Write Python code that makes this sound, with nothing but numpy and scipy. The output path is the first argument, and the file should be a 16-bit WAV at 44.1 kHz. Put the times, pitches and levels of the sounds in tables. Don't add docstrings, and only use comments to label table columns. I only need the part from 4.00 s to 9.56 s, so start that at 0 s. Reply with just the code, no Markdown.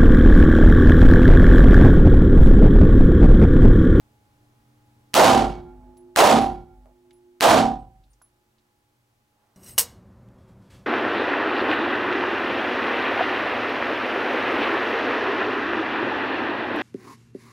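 import sys
import numpy as np
from scipy import signal
from scipy.fft import rfft, irfft, next_fast_len
from scipy.io import wavfile
from scipy.ndimage import uniform_filter1d, minimum_filter1d

SR = 44100
rng = np.random.default_rng(int(sys.argv[2]) if len(sys.argv) > 2 else 0)


def transcribe(u):
    v = np.clip(np.atleast_2d(u).T, -1, 1)
    q = np.round(v * 32767).astype(np.int16)
    wavfile.write(sys.argv[1], SR, q)


N = 245195
T = np.arange(N) / SR


# (time [s], roar gain [dB], hall gain [dB], boom gain [dB], steel gain [dB], roar decay stretch [x])
SHOTS = [(1.141, 5, 5, 5, 5, 1.02), (2.161, 4.5, 4.5, 1, -3, .92), (3.408, 5, 2.5, -3, -23, .83)]
CRACK_LEAD_S, FIRST_WALL_S = .006, .010
def shots():
    out = np.zeros((2, N))
    ends = [row[0] for row in SHOTS[1:]] + [N / SR]
    for (s, roar_db, hall_db, boom_db, steel_db, stretch), end in zip(SHOTS, ends):
        add(out, s - CRACK_LEAD_S, crack())
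        add(out, s, undb(roar_db) * roar(stretch))
        add(out, s, slap())
        add(out, s + FIRST_WALL_S, undb(hall_db) * hall())
        add(out, s, undb(boom_db) * boom())
        ring_samples = int((end - s) * SR) + 2048
        add(out, s, undb(steel_db) * steel()[:, :ring_samples])
    return out


def crack(db=26, length_s=.0016, push_db=9, push_s=.00027, hammer_db=-36, lock_s=.0052):
    t = T[:1024] - CRACK_LEAD_S
    colour = [(300, -18.5), (1500, -7), (3600, -8.5), (6000, -15), (16000, -28)]
    hammer = undb(hammer_db) * (t > -lock_s) * np.exp(-(t + lock_s) / .01)
    blast = undb(db) * (t > 0) * (t < length_s)
    push_age = np.maximum(t - length_s, 0) / push_s
    push = undb(push_db) * push_age * np.exp(1 - push_age)
    return (blast + hammer) * noise(colour, size=1024) + push


# (frequency [Hz], density [dB], t60 before stretch [s])
ROAR = [(30, -51, 1.4), (80, -41, 1.05), (130, -35, .8), (283, -26, .56), (450, -22, .48), (702, -16, .43),
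        (1090, -22.5, .47), (1907, -32.5, .43), (3200, -32.5, .42), (5000, -37, .44), (7940, -40.5, .39),
        (12000, -45, .4), (16000, -51, .28)]
def roar(stretch, gap_s=.0051, build_s=.00043, low_lag=20, bend=1.25, clump_db=2.2, clump_hz=220):
    size = 65536
    t = np.maximum(T[:size] - gap_s, 0)
    hz, spectrum = diffuse_field(size)
    spectrum = spectrum * undb(lookup(ROAR, hz)[0]) * np.sqrt(SR / 2)
    octave, out = np.log2(hz + 1), 0
    for centre in np.arange(5, 15):
        band = irfft(spectrum * np.maximum(1 - np.abs(octave - centre), 0))
        t60 = stretch * lookup(ROAR, 2. ** centre)[1]
        build = 1 - np.exp(-t / (build_s + low_lag / (2. ** centre + 300)))
        decay = np.exp(-np.log(1000) * (t / t60) ** bend)
        out = out + band * np.sqrt(build) * decay
    return out * undb(clump_db * wander(clump_hz, size))


def slap(db=12.5, delay_s=.064, spread_s=.027):
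    colour = [(60, -40), (250, -14), (500, -3), (720, 0), (1000, -6), (1600, -22), (16000, -55)]
    surge = np.exp(-((T[:8192] - delay_s) / spread_s) ** 2)
    return undb(db) * surge * noise(colour, size=8192)


# (frequency [Hz], relative peak [dB], swell [s], t60 [s], beat [Hz])
HALL_PAIRS = [(227, -12, .15, .19, 0), (261.5, -12.5, .14, .21, 0), (750, -13, .17, .2, 0),
              (787, -10.5, .18, .18, 0)]
HALL_MODES = [(118, -28, .1, .6, 0), (315, -16, .1, .28, 0), (472, -12, .06, .25, 0),
              (528, -24, .08, .42, 0), (580, -8, .055, .11, 0), (639, -5, .055, .14, 0),
              (677, -17, .12, .25, 0), (715, -10, .06, .13, 0), (763, -49, .52, .05, 0),
              (862, -13, .06, .18, 0), (919, -19, .1, .28, 0), (989, -20, .11, .28, 0),
              (1025, -17, .07, .2, 0), (1153, -21, .07, .2, 0)]
def hall():
    return modes(HALL_PAIRS + HALL_MODES, size=33075)


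# (frequency [Hz], relative peak [dB], swell [s], t60 [s], beat [Hz])
BOOM_MODES = [(47.5, -25, .27, .6, 2.9)]
def boom():
    return modes(BOOM_MODES, size=66150)


# (frequency [Hz], relative peak [dB], swell [s], t60 [s], beat [Hz])
STEEL_MODES = [(251, -39, .04, 3.8, 0), (356.6, -20, .053, 2.7, .72), (652, -57, .04, 6, 0),
               (848, -39, .027, 2.8, 0), (1385, -26, .08, .58, 9), (2240, -31, .08, .52, 7),
               (3290, -42, .08, .5, 0), (4501, -27, .07, .32, 0)]
# (frequency [Hz], relative density [dB])
STEEL_WASH = [(40, -10), (110, 0), (200, -6), (400, -8), (800, -11), (1400, -20), (4000, -40), (16000, -70)]
def steel(size=98304, wash_db=-41, wash_t60=2.6):
    wash = undb(wash_db) * fade(T[:size], wash_t60) * noise(STEEL_WASH, size=size)
    return modes(STEEL_MODES, size=size, waver_db=2.2, waver_hz=16) + wash


# (time [s], level [dB], centre [Hz], width [octaves], spring delay [s], spring level [dB])
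TRIGGER_CLICKS = [(1.970, -51, 5000, 1.5, .005, -52), (3.108, -45, 3000, .7, .023, -55),
                  (4.216, -41, 1100, .45, .003, -45)]
def trigger(click_t60=.03, snap_db=-2):
    out = np.zeros((2, N))
    for s, db, hz, octaves, delay, spring_db in TRIGGER_CLICKS:
        add(out, s, undb(db) * click(hz, octaves, click_t60))
        snap = undb(snap_db) * click(hz=9000, octaves=1.1, t60=click_t60)
        spring = snap + ping(hz=10980, swell=.009, t60=.11)
        add(out, s + delay, undb(spring_db) * spring)
    return out


# (time [s], level [dB], centre [Hz])
CASE_LANDINGS = [(2.858, -43, 610), (4.037, -57, 3800), (4.132, -54, 6450), (4.583, -58, 4020)]
# (time [s], frequency [Hz], level [dB], t60 [s])
BRASS_RINGS = [(2.36, 11100, -42, .28), (3.785, 8400, -63, .12), (4.10, 9100, -62, .12)]
def cases(t60_at_1khz=.15):
    out = np.zeros((2, N))
    for s, db, hz in CASE_LANDINGS:
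        add(out, s, undb(db) * click(hz, octaves=.4, t60=t60_at_1khz / np.sqrt(hz / 1000)))
    for s, hz, db, t60 in BRASS_RINGS:
        add(out, s, undb(db) * ping(hz, swell=.1 * t60, t60=t60))
    return out


def sleeve(db=-62, peak_s=5.48, length_s=.14):
    colour = [(100, -20), (500, -3), (1000, 0), (2000, -14), (16000, -35)]
    return undb(db) * np.exp(-((T - peak_s) / length_s) ** 2) * noise(colour, size=N)


# (frequency [Hz], level [dB])
FAN_TONES = [(102.3, -73), (121.5, -67.5), (220.7, -74), (296.1, -72.5), (834.4, -71)]
# (frequency [Hz], relative density [dB])
FAN_RUMBLE = [(15, -10), (35, -4), (80, -2.5), (120, 0), (170, -9), (300, -7.5), (500, -14.5), (850, -15.5),
              (1500, -23.5), (4000, -39.5), (16000, -70.5)]
# (frequency [Hz], left minus right [dB], left lead [rad], likeness [0-1])
AIR_PORTS = [(60, -.5, 0, .96), (200, -1, -.25, .8), (400, -1, -.6, .55), (1200, -1, -1.8, .55),
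             (2400, 0, -2, .25), (4400, 0, -.3, .25), (8000, 0, 0, .67), (16000, 0, 0, .92)]
def ventilation(rumble_db=-66, waver_db=3, drift_rad=.9):
    fan = undb(rumble_db) * noise(FAN_RUMBLE, size=N, mics=AIR_PORTS)
    for hz, db in FAN_TONES:
        amplitude = np.sqrt(2) * undb(db + waver_db * wander(7, N))
        fan = fan + amplitude * np.sin(2 * np.pi * hz * T + drift_rad * wander(8, N))
    return fan


# (frequency [Hz], left minus right [dB], left lead [rad], likeness [0-1])
RANGE_PORTS = [(50, -.3, -.15, 1), (260, -2.3, -.45, .96), (600, -4, -.7, .93), (1100, -5, -.35, .86),
               (2200, -3, -.05, .76), (4500, -1, .2, .8), (9000, -.1, .1, .89), (16000, 0, 0, .96)]
def ports(hz, mics=RANGE_PORTS):
    pan_db, lead, _ = lookup(mics, hz)
    sides = np.array([[.5], [-.5]])
    return undb(sides * pan_db) * np.exp(1j * sides * lead)


def diffuse_field(size, mics=RANGE_PORTS):
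    hz = np.arange(size // 2 + 1) * SR / size
    likeness = np.clip(lookup(mics, hz)[2], 0, 1)
    mid, side = rfft(rng.standard_normal((2, size)))
    shared = np.sqrt((1 + likeness) / 2) * mid
    opposed = np.sqrt((1 - likeness) / 2) * side * np.array([[1], [-1]])
    return hz, ports(hz, mics) * (shared + opposed)


def noise(colour, size, mics=RANGE_PORTS):
    hz, spectrum = diffuse_field(next_fast_len(size) * 2, mics)
    x = irfft(spectrum * undb(lookup(colour, hz)[0]))[:, :size]
    return x / x.std()


def modes(table, size, waver_db=1.5, waver_hz=14):
    t, out = T[:size], 0
    for hz, db, swell, t60, beat_hz in table:
        level = undb(db + waver_db * wander(waver_hz, size))
        out = out + level * np.cos(np.pi * beat_hz * t) * ring(t, hz, swell, t60)
    return out


def click(hz, octaves, t60, room_db=-22, room_t60=.32):
    t = T[:16384]
    skirt = [(-3, -24), (-1, -7), (0, 0), (1, -9), (3, -28), (6, -45)]  # (offset [widths], level [dB])
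    colour = [(hz * 2 ** (offset * octaves), db) for offset, db in skirt]
    return (fade(t, t60) + undb(room_db) * fade(t, room_t60)) * noise(colour, size=len(t))


def ping(hz, swell, t60, flutter_db=3, flutter_hz=110):
    t = T[:16384]
    return undb(flutter_db * wander(flutter_hz, len(t))) * ring(t, hz, swell, t60)


def ring(t, hz, swell, t60):
    age = t / swell + 1e-9
    envelope = np.exp(np.log(1000) * swell / t60 * (np.log(age) + 1 - age))
    return envelope * np.imag(ports(np.array([hz])) * np.exp(2j * np.pi * hz * t))


def wander(rate_hz, size):
    steps = rng.standard_normal(1024)
    return np.interp(T[:size] * rate_hz, np.arange(len(steps)), steps)


def fade(t, t60):
    return np.exp(-np.log(1000) * t / t60)


def undb(db):
    return 10 ** (np.asarray(db) / 20)


def lookup(table, hz):
    points, *columns = np.transpose(table)
    return [np.interp(np.log(hz + 1e-3), np.log(points + 1e-3), c) for c in columns]


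def add(out, s, x):
    i = int(s * SR)
    out[:, i:i + x.shape[1]] += x[:, :N - i]


def hold(db, fall):
    return np.maximum.accumulate(db + fall * T) - fall * T


def scene():
    return shots() + trigger() + cases() + ventilation() + sleeve()


# (frequency [Hz], relative density [dB])
MIC_HISS = [(60, 0), (400, 0), (1000, -1), (2000, -6), (5000, -11), (16000, -16.5)]
HISS_DB, DUCK_DB, TOP_HZ = -68.5, 10, 15900
def record(dry, headroom_db=20, knee_db=-9, squeeze=.71, hiss_share=.3):
    peak_db = 20 * np.log10(np.abs(dry).max(axis=0) + 1e-9)
    fast_db = squeeze * np.maximum(hold(peak_db, fall=320) - knee_db, 0)
    slow_db = hold(np.minimum(fast_db, DUCK_DB), fall=.3)
    gain = undb(-np.maximum(fast_db, slow_db))
    gain = uniform_filter1d(minimum_filter1d(gain, size=89), size=89)
    saturated = undb(headroom_db) * np.tanh(dry / undb(headroom_db))
    hiss_gain = undb(HISS_DB - hiss_share * slow_db)
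    hiss = hiss_gain * noise(MIC_HISS, size=N, mics=AIR_PORTS)
    lowpass = signal.ellip(10, .2, 80, TOP_HZ, fs=SR, output="sos")
    return signal.sosfilt(lowpass, saturated * gain + hiss)


dry = scene()
out = record(dry)
transcribe(out)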